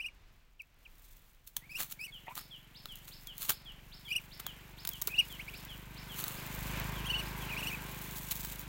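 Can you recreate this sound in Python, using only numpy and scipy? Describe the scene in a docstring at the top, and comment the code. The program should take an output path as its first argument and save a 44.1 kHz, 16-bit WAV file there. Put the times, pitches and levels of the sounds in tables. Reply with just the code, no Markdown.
"""Young ducks peep close by from the start, with fine patter underfoot and a faint one-cylinder engine.
After a click at 1.57 s the engine is louder; a small bird then repeats falling and rising notes,
bills snap among scuffed dry litter, and the engine chugs nearer, booms briefly and eases off.
Peeps, bird notes and hums are gliding sine waves; snaps, scuffs, click, patter and air are shaped noise;
the engine is a train of pulses mixed with noise."""
import sys
import numpy as np
from scipy import signal
from scipy.fft import rfft, irfft
from scipy.io import wavfile
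from scipy.ndimage import uniform_filter1d

SR = 44100
rng = np.random.default_rng(int(sys.argv[2]) if len(sys.argv) > 2 else 0)


def inscribe(sig):
    """Save sig as 16-bit PCM at rate SR to the path in sys.argv[1].

    A 1-D sig is mono; a 2-D sig holds one channel per row.
    Samples are clipped to [-1, 1] before scaling.
    """
    pcm = np.round(np.clip(np.atleast_2d(sig).T, -1, 1) * 32767)
    wavfile.write(sys.argv[1], SR, pcm.astype(np.int16))


N = 382769

# Colour of bill snaps and leaf crinkles. Each row: frequency in Hz, relative level in dB.
SNAP_COLOUR = [(1500, -36), (3730, -5.5), (5220, -9.5), (6830, -3), (9370, -7.5), (14300, 0.5), (16000, 8)]
# Colour of the dull part of a blow. Each row: frequency in Hz, relative level in dB.
BODY_COLOUR = [(100, -1.5), (350, -3), (600, -6), (1200, 4.5), (1800, -1), (2800, -2.5)]


def undb(db):
    """Decibels to gain."""
    return 10 ** (np.asarray(db) / 20)


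def unit(x):
    """Scale to an rms level of 1."""
    return x / np.sqrt(np.mean(x ** 2) + 1e-20)


def curves(rows):
    """Each column of a table joined by straight lines over the whole time."""
    s, *columns = np.transpose(rows)
    return [np.interp(np.arange(N) / SR, s, column) for column in columns]


def gain_at(hz, tone):
    """Gain of a (Hz, dB) colour, falling steeply beyond its ends."""
    f, db = np.transpose(tone)
    hz = np.maximum(hz, 1)
    inside = undb(np.interp(np.log(hz), np.log(f), db))
    beyond = np.minimum(1, np.minimum(hz / f[0], f[-1] / hz)) ** 3
    return inside * beyond


def colour(x, tone, size=8192):
    """Filter with the given colour and no sound ahead of time; white noise keeps its level."""
    cepstrum = irfft(np.log(gain_at(np.fft.rfftfreq(size, 1 / SR), tone) + 1e-5))
    # folding the cepstrum onto positive times makes the filter respond at once
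    cepstrum[1:size // 2] *= 2
    cepstrum[size // 2 + 1:] = 0
    response = irfft(np.exp(rfft(cepstrum)))
    return signal.fftconvolve(x, response / np.linalg.norm(response))[:len(x)]


def walk(rate):
    """Random wander of rms 1, with about rate turning points a second."""
    knots = rng.standard_normal(int(N / SR * rate) + 2)
    return unit(np.interp(np.arange(N) / SR * rate, np.arange(len(knots)), knots))


def bell(s, half):
    """A smooth swell of height 1 around time s."""
    return np.exp(-((np.arange(N) / SR - s) / half) ** 2)


def add(out, s, x):
    """Mix a sound in at time s."""
    i = max(int(s * SR), 0)
    out[i:i + len(x)] += x[:max(N - i, 0)]


def glide(rows, size=220):
    """Pitch and envelope of a whistle through its turning points, with rounded corners."""
    s, hz, db = np.transpose(sorted(rows))
    t = np.arange(s[0], s[-1], 1 / SR)
    fade = np.clip(np.minimum(t - s[0], s[-1] - t) / 0.0012, 0, 1)
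    pitch = uniform_filter1d(np.interp(t, s, hz), 2 * size, mode="nearest")
    level = undb(uniform_filter1d(np.interp(t, s, db), size // 2, mode="nearest"))
    return pitch, fade * level


def yard(x, t60, wet_db):
    """Fence, trunks and leaves scatter a thin tail behind the sound, dying by 60 dB in t60 seconds."""
    t = np.arange(SR) / SR
    tail = rng.standard_normal(SR) * undb(-60 * t / t60) * (t > .008)
    return x + undb(wet_db) * signal.fftconvolve(x, tail / np.linalg.norm(tail))[:N]


def ducks(count=6):
    """Warbling whistles whose hoarse overtones slide through the throat's resonances; harder calls are brighter."""
    # Throat and bill colour. Each row: frequency in Hz, gain in dB.
    throat = [(2000, 3.5), (2500, -0.5), (2670, -1), (2810, -5), (4500, -13.5), (5800, -19.5), (6700, -30),
              (8600, -19), (11000, -25), (16000, -21)]
    # late on, the voice splits at the top of a peep: a partial at one and a half times the pitch
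    split_from_s, split_above_hz, split_db = 7.09, 2850, -17.5
    hoarse_rad = .22  # phase roughness, multiplied by the overtone's number
    pitch, effort, overtone_level = peeping()
    on = np.flatnonzero(effort)
    hz = pitch[on]
    waver = 0.0084 * walk(700)[on]
    flutter = undb(2.5 * walk(220)[on])
    split_height = np.clip((hz - split_above_hz) / 20, 0, 1)
    split = (on / SR > split_from_s) * split_height * undb(split_db + 2.8 * walk(50)[on])
    phase = 2 * np.pi * np.cumsum(hz * (1 + waver)) / SR
    whistle = gain_at(hz, throat) * (np.sin(phase) + split * np.sin(phase + phase / 2))
    grit = walk(1100)[on]
    overtones = 0
    for k in range(2, count + 1):
        partial = np.sin(k * phase + hoarse_rad * k * grit)
        overtones = overtones + gain_at(k * hz, throat) * partial * (1 + 0.33 * walk(900)[on])
    bright = np.sqrt(np.minimum(effort[on] / undb(-53), 1))
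    out = np.zeros(N)
    out[on] = flutter * (effort[on] * whistle + overtone_level[on] * bright * overtones)
    return yard(out, t60=0.11, wet_db=-16.5)


def peeping():
    """Pitch, effort and overtone strength of the ducks' voice; peeps that touch run together into a warble."""
    # Each row: top of the pitch in seconds, rise in seconds, fall in seconds, top pitch in Hz,
    # effort in dB, loudest moment in seconds after the top, overtones in dB against the effort.
    peeps = [ (0.028, 0.03, 0.019, 2950, -35.5, -0.02, -6.5), (0.076, 0.033, 0.015, 2880, -35, -0.027, -5),
             (1.728, 0.035, 0.016, 2580, -45, -0.0036, 4), (1.773, 0.032, 0.021, 2820, -35.5, -0.0065, 2),
             (2.028, 0.037, 0.02, 2570, -40, -0.0054, 4.5), (2.056, 0.019, 0.017, 2960, -38.5, -0.004, 7),
             (2.09, 0.012, 0.015, 2220, -46.5, -0.0021, 2), (4.1, 0.019, 0.017, 2475, -42, 0.035, 6),
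             (4.131, 0.018, 0.018, 2890, -27.5, -0.0095, -3.5),
             (4.174, 0.026, 0.018, 2916, -26.5, -0.013, -0.5),
             (5.119, 0.028, 0.018, 2595, -40.5, 0.0093, -15),
             (5.156, 0.022, 0.033, 2880, -32, -0.0071, -12),
             (5.199, 0.022, 0.018, 2875, -13.5, -0.0042, -10), (7.075, 0.032, 0.018, 3240, -33, -0.0028, 2),
             (7.112, 0.029, 0.027, 2980, -24.5, -0.0009, -8), (7.156, 0.027, 0.026, 2960, -23, -0.009, -14),
             (7.199, 0.033, 0.021, 2940, -30.5, -0.0026, -1.5),
             (7.498, 0.011, 0.016, 2914, -34.5, -0.0012, -7),
             (7.523, 0.013, .025, 2504, -36.5, -0.0018, -16), (7.598, 0.033, 0.018, 2920, -34, -0.01, 1.5),
             (7.639, 0.019, 0.02, 2864, -35.5, -0.0035, -13), (7.685, 0.027, 0.024, 2963, -34, -0.0073, 2),
             (7.741, 0.03, 0.0171, 2586, -36.5, -0.0042, -20)]
    # One-way chirps. Each row: start in seconds, length in seconds, first pitch in Hz, last pitch in Hz,
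    # effort in dB, overtones in dB against the effort.
    chirps = [(0.592, 0.025, 3220, 2240, -40.5, -15), (.85, 0.021, 3370, 2300, -46, -23),
              (1.605, .075, 1846, 2620, -62.5, -8), (5.39, 0.035, 1996, 3490, -40, -4),
              (5.475, 0.031, 2100, 3510, -39, -3.5), (5.532, 0.028, 2220, 3240, -46, -2)]
    # a peep arches up from the resting pitch and back, with soft ends
    rest_hz, arch_steepness, arch_power, edge_db, fade_s = 2173, 1.9, 2.4, -47.5, .003
    overtone_swell = 0.43  # power of the arch: overtones swell towards its top
    chirp_bend = 1.5  # a chirp is steepest at its high end
    hz, effort, overtones = np.full(N, float(rest_hz)), np.zeros(N), np.zeros(N)
    for s, rise, fall, top_hz, db, loudest, overtones_db in peeps:
        t = np.arange(max(-2 * rise, -s), 2 * fall, 1 / SR)
        arch = np.exp(-arch_steepness * np.abs(t / np.where(t < 0, rise, fall)) ** arch_power)
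        add(hz, s + t[0], (top_hz - rest_hz) * arch)
        peak = np.clip(loudest, -rise, fall)
        off_peak = np.interp(t, [-rise, peak, fall], [-1, 0, 1])  # 0 where it is loudest
        fade = np.clip(np.minimum(t + rise, fall - t) / fade_s + .5, 0, 1)
        push = fade * undb(db - max(db - edge_db, 11) * off_peak ** 2)
        add(effort, s + t[0], push)
        add(overtones, s + t[0], push * undb(overtones_db) * arch ** overtone_swell)
    for s, length, first_hz, last_hz, db, overtones_db in chirps:
        n = int(length * SR)
        ramp = np.linspace(0, 1, n) if last_hz > first_hz else np.linspace(1, 0, n)
        height = ramp ** chirp_bend
        add(hz, s, min(first_hz, last_hz) - rest_hz + abs(last_hz - first_hz) * height)
        push = undb(db) * signal.windows.tukey(n, .5)
        add(effort, s, push)
        add(overtones, s, push * undb(overtones_db))
    return hz, effort, overtones


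def cluck():
    """A hoarse low note broken into bursts, each bending upward, with a rough upper resonance above it."""
    # Each row: start in seconds, length in seconds, pitch in Hz, level in dB,
    # upper resonance in Hz, its level in dB against the pitch.
    bursts = [(2.266, 0.017, 770, -53, 1940, 5.5), (2.279, .02, 922, -42, 2700, -7),
              (2.303, 0.027, 1017, -47.5, 2360, -8)]
    out = np.zeros(N)
    rasp, grate, rattle = .09 * walk(1200), .1 * walk(2000), undb(3 * walk(400))
    for s, length, hz, db, upper_hz, upper_db in bursts:
        n = int(length * SR)
        here = int(s * SR) + np.arange(n)
        bend = 1 + 0.19 * np.linspace(-.5, .5, n)
        low = np.sin(2 * np.pi * np.cumsum(hz * (bend + rasp[here])) / SR)
        upper = np.sin(2 * np.pi * np.cumsum(upper_hz * (bend + grate[here])) / SR)
        envelope = undb(db) * signal.windows.tukey(n, .5) * rattle[here]
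        add(out, s, envelope * (low + undb(upper_db) * upper))
    return yard(out, t60=0.06, wet_db=-10)


def snaps():
    """A bill closes or a stalk breaks: a sharp pulse with a brief crackle, and a duller knock that rings."""
    # Each row: start in seconds, level in dB, body in dB against the treble.
    blows = [(2.354, -30.5, -26), (2.378, -33.5, -9.5), (2.857, -38, -3.5), (3.272, -32, -39),
             (3.38, -30, -36), (3.51, -31, -27), (4.466, -26, -13.5), (4.851, -27, -12.5),
             (4.8738, -22, -20), (4.89, -22, -24), (5.016, -24, -32), (5.0206, -20, -24),
             (5.0732, -17, -29), (6.24, -25, -13.5), (6.281, -25, -22), (8.322, -26, -18),
             (8.449, -27.5, -15.5)]
    ring_hz, ring_decay_s, ring_db = 3870, 0.00048, 14.5  # ring level is against the body
    # the hardest snap also sets off a low hollow knock
    hollow_s, hollow_hz, hollow_db, hollow_decay_s = 5.076, 430, -38, 0.0047
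    crack, knock, ring = np.zeros(N), np.zeros(N), np.zeros(N)
    t = np.arange(SR // 20) / SR
    for s, db, body_db in blows:
        blow = 4.4 * (t == 0) + np.exp(-t / 0.0023) * rng.standard_normal(len(t))
        add(crack, s, undb(db) * blow)
        add(knock, s, undb(db + body_db) * blow)
        ringing = np.exp(-t / ring_decay_s) * np.sin(2 * np.pi * ring_hz * t)
        add(ring, s, undb(db + body_db + ring_db) * ringing)
    hollow = np.exp(-t / hollow_decay_s) * np.sin(2 * np.pi * hollow_hz * t)
    add(ring, hollow_s, undb(hollow_db) * hollow)
    return colour(crack, SNAP_COLOUR) + colour(knock, BODY_COLOUR) + ring


def scuffs_and_click():
    """Bursts of grainy noise: dry leaves and grit are brushed; the one at 1.567 s is only a short click."""
    # Each row: peak in seconds, level in dB, rise in seconds, decay in seconds, body in dB against the treble.
    # The row at 1.567 s is the click, the others are scuffs.
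    bursts = [(1.475, -43.5, 0.0032, 0.0085, -25), (1.567, -27.5, 0.00085, 0.0039, -16.5),
              (1.807, -32, 0.014, 0.0094, -9.5), (1.822, -36.5, 0.0051, 0.02, -13.5),
              (1.921, -37, 0.011, 0.0092, -18.5), (2.372, -42, 0.0087, 0.031, -7.5),
              (3.081, -43, 0.0019, 0.014, -10.5), (3.426, -35.5, 0.021, 0.032, -15),
              (3.496, -22, 0.0036, 0.011, -12), (4.401, -37, 0.0029, 0.0037, -6),
              (5.077, -34, 0.00047, 0.0068, -4.5), (6.204, -36.5, 0.035, 0.019, -14),
              (6.28, -43.5, 0.044, 0.1, -6), (8.312, -20.5, 0.0019, 0.0056, -19.5)]
    # Colour of dry litter, lent to the click too. Each row: frequency in Hz, relative level in dB.
    litter_colour = [(1500, -18.5), (2910, -4), (4370, -1.5), (4830, -12), (6760, -2.5), (8570, -6.5),
                     (15100, 2.5)]
    crisp, dull = np.zeros(N), np.zeros(N)
    t = np.arange(-SR // 5, SR // 4) / SR
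    for s, db, rise, decay, body_db in bursts:
        envelope = undb(db) * np.exp(-np.abs(t) / np.where(t < 0, rise, decay))
        add(crisp, s + t[0], envelope)
        add(dull, s + t[0], envelope * undb(body_db))
    grain = unit(undb(3.2 * walk(700)))
    crisp_noise = colour(crisp * grain * rng.standard_normal(N), litter_colour)
    return crisp_noise + colour(dull * grain * rng.standard_normal(N), BODY_COLOUR)


def bird():
    """Two pure notes in turn, a little different each time, smeared by the trees; the rising one most."""
    # Starts of the rising and of the falling notes, in seconds.
    rise_starts, fall_starts = [2.365, 2.743, 3.109, 3.511, 3.914, 4.308, 4.772, 5.154, 5.532, 5.957, 6.35,
                                7.24], [2.112, 2.499, 2.876, 3.26, 3.647, 4.041, 4.447, 4.902, 5.29,
                                               5.676, 6.082, 6.944, 7.395]
    # Their shapes. 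Each row: seconds into the note, pitch in Hz, level in dB.
    rise_shape, fall_shape = [(0, 2433, -60), (.011, 3640, -52.5), (0.023, 4660, -51.5), (.036, 5450, -52),
                              (0.047, 5280, -74)], [(0, 3790, -79), (.014, 3400, -49), (.052, 2982, -46.5),
                                            (0.08, 2670, -62.5)]
    faint_from_s, faint_db = 6.25, -2.5  # the last notes are fainter
    rising, falling = np.zeros(N), np.zeros(N)
    for out, starts, shape in ((rising, rise_starts, rise_shape), (falling, fall_starts, fall_shape)):
        hz, envelope = glide(shape)
        for s, chance in zip(starts, rng.standard_normal(len(starts))):
            note = np.sin(2 * np.pi * np.cumsum(hz * (1 + 0.0073 * chance)) / SR)
            add(out, s, undb(faint_db * (s > faint_from_s)) * envelope * note)
    return yard(rising, t60=0.45, wet_db=-0.5) + yard(falling, t60=0.4, wet_db=-4.5)


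def engine():
    """Firings thump and bark from the exhaust, metal clatters in step, the casing rings; most fade with distance."""
    # Each row: time in seconds, firings per second.
    speed = [(1.7, 22.8), (3.4, 23.4), (4.05, 24.1), (5.46, 24.7), (6.3, 25.3), (6.6, 25.9), (7.1, 26.1),
             (8.68, 25.5)]
    # Level of the deep thump. Each row: time in seconds, level in dB.
    thump_level = [(0.0, -78), (6.02, -54), (6.41, -63), (6.58, -48.5), (6.89, -44.5), (8.0, -55),
                   (8.27, -53)]
    # Bark's upper half against its lower half. Each row: time in seconds, extra level in dB.
    bark_tilt = [(5.3, 5), (6.1, 8), (6.85, 5.5), (7.45, 8.5), (8.2, 10.5)]
    # Colours of the bark, the clatter and the casing's hollow ring. Each row: frequency in Hz, relative level in dB.
    bark_colour, clatter_colour, casing_colour = [(65, -25.5), (100, 3.5), (130, 5.5), (180, -1.5),
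                                                  (300, -16), (700, -44)], [(300, -3), (440, -8), (745, -8),
                                                                     (1040, -10.5), (2380, -5),
                                                                     (5100, -19.5), (7500, -24)], [(700, -29.5),
                                                                                           (850, 4),
                                                                                           (1060, 4.5),
                                                                                           (1280, -6),
                                                                                           (1600, 1.5),
                                                                                           (1850, -24)]
    # Running hums. Each row: frequency in Hz at hum_rate firings per second, level in dB at the closest point.
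    hums, hum_rate = [(403, -59.5), (1065, -61), (1595, -59.5)], 26
    # steady pass: time and distance of the closest point, and pace in metres per second
    pass_s, pass_m, pace_m_s = 7.24, 7.97, 10.13
    faint_until_s, faint_db = 1.57, -17  # until then all but the thump is fainter
    # brief boom of the bark; clatter and casing rise by half as many dB
    boom_s, boom_half_s, boom_db = 6.77, 0.25, 5.5
    bark_db, clatter_db, casing_db = -47.5, -47, -51.5  # at the closest point, before the boom
    clatter_falloff, casing_falloff = 1.167, 1.74  # powers of the distance: these carry less far
    gas_db = -13  # hiss of exhaust gas against the firings

    rate, = curves(speed)
    t = np.arange(N) / SR
    near = pass_m / np.hypot(pass_m, pace_m_s * (t - pass_s)) * undb(faint_db * (t < faint_until_s))
    cycles = np.cumsum(rate) / SR
    fired = np.flatnonzero(np.diff(np.floor(cycles)))
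    pulses = np.zeros(N)
    pulses[fired] = undb(0.33 * rng.standard_normal(len(fired)))
    gas = unit(pulses) + undb(gas_db) * rng.standard_normal(N)

    deep = colour(gas, [(22, -35), (36, -11.5), (51, -1.5), (75, -20.5)])
    thump = unit(deep) * undb(curves(thump_level)[0])
    boom = undb(boom_db * bell(boom_s, boom_half_s))
    bark = unit(colour(gas, bark_colour)) * undb(bark_db) * boom
    lower = signal.sosfiltfilt(signal.butter(4, 140, fs=SR, output="sos"), bark)
    tilt = undb(curves(bark_tilt)[0] / 2)  # half the tilt goes to each side
    bark = lower / tilt + (bark - lower) * tilt

    hum = 0
    for hz, db in hums:
        level = undb(db + 2 * walk(10))
        hum = hum + level * np.sin(2 * np.pi * hz * cycles / hum_rate + walk(17))
    beat = 1 + .5 * np.exp(-(cycles % 1) / 0.96)  # a little louder at each firing
    rattling = rng.standard_normal(N) * beat * undb(1.07 * walk(9))
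    clatter = unit(colour(rattling, clatter_colour)) * undb(clatter_db) * np.sqrt(boom)
    casing = unit(colour(rng.standard_normal(N) * beat, casing_colour)) * undb(casing_db) * np.sqrt(boom)
    return thump + near * bark + near ** clatter_falloff * clatter + near ** casing_falloff * (casing + hum)


def patter():
    """Fine crackle of feet and feathers, coming in little flurries, with brief bright crinkles of single leaves."""
    # Flurries. Each row: peak in seconds, level in dB, half length in seconds.
    flurries = [(1.09, -64.5, 0.18), (2.1, -64.5, 0.46), (3.1, -59, 0.2), (4.44, -62, 0.63),
                (5.058, -55.5, .16), (5.55, -56, 0.33), (6.66, -49, 0.35), (7.7, -49, 0.5),
                (8.37, -45.5, 0.21)]
    # The loudest crinkles. Each row: middle in seconds, level in dB.
    loud_crinkles = [(0.62, -48.5), (2.957, -41), (4.935, -34.5), (5.326, -38.5), (5.651, -38.5),
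                     (6.8, -33.5), (7.947, -40), (8.287, -38), (8.365, -33)]
    # Colour of the patter. Each row: frequency in Hz, relative level in dB.
    patter_colour = [(3500, -3.5), (5100, -10), (7100, -3), (9400, -7), (14800, 1), (16000, 0)]
    steady_db = -79  # faint patter under the flurries
    grain_db, step_db, shuffle_db = 3, 2, 1.2  # spread of level between grains, steps and shuffles
    # chance crinkles: how many a second, length, spread of level, level against the patter
    crinkle_rate, crinkle_s, crinkle_spread_db, crinkle_db = 45, .007, 4, -3
    power = undb(steady_db) ** 2 + sum(undb(db) ** 2 * bell(s, half) for s, db, half in flurries)
    activity = np.sqrt(power)
    roughness = undb(grain_db * walk(1200) + step_db * walk(90) + shuffle_db * walk(12))
    grains = unit(rng.standard_normal(N) * roughness)
    burst = np.hanning(int(crinkle_s * SR))
    strength = undb(crinkle_spread_db * np.clip(rng.standard_normal(N), -2, 2))
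    starts = (rng.random(N) < crinkle_rate / SR) * strength
    crinkles = unit(signal.fftconvolve(starts, burst, "same")) * undb(crinkle_db) * activity
    for s, db in loud_crinkles:
        add(crinkles, s - crinkle_s / 2, undb(db) * burst)
    crinkle_noise = colour(crinkles * rng.standard_normal(N), SNAP_COLOUR)
    return colour(grains, patter_colour) * activity + crinkle_noise


def air():
    """Quiet outdoor background: coloured noise whose level wanders slowly."""
    # Each row: frequency in Hz, relative level in dB.
    air_colour = [(25, -3), (60, -19), (400, -38), (2600, -38), (6000, -49), (16000, -69)]
    return unit(colour(rng.standard_normal(N), air_colour)) * undb(-62 + 2.5 * walk(3.4))


def scene():
    """Everything in the yard, in one channel."""
    feeding = yard(snaps() + scuffs_and_click(), t60=0.16, wet_db=-18.0)
    return (ducks() + cluck() + feeding + bird() + engine() + patter() + air())[None]


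def record(dry):
    """A steep low-pass filter cuts the top of the treble, above 15900 Hz."""
    return signal.sosfilt(signal.ellip(10, .2, 70, 15900, fs=SR, output="sos"), dry)


dry = scene()
out = record(dry)
inscribe(out)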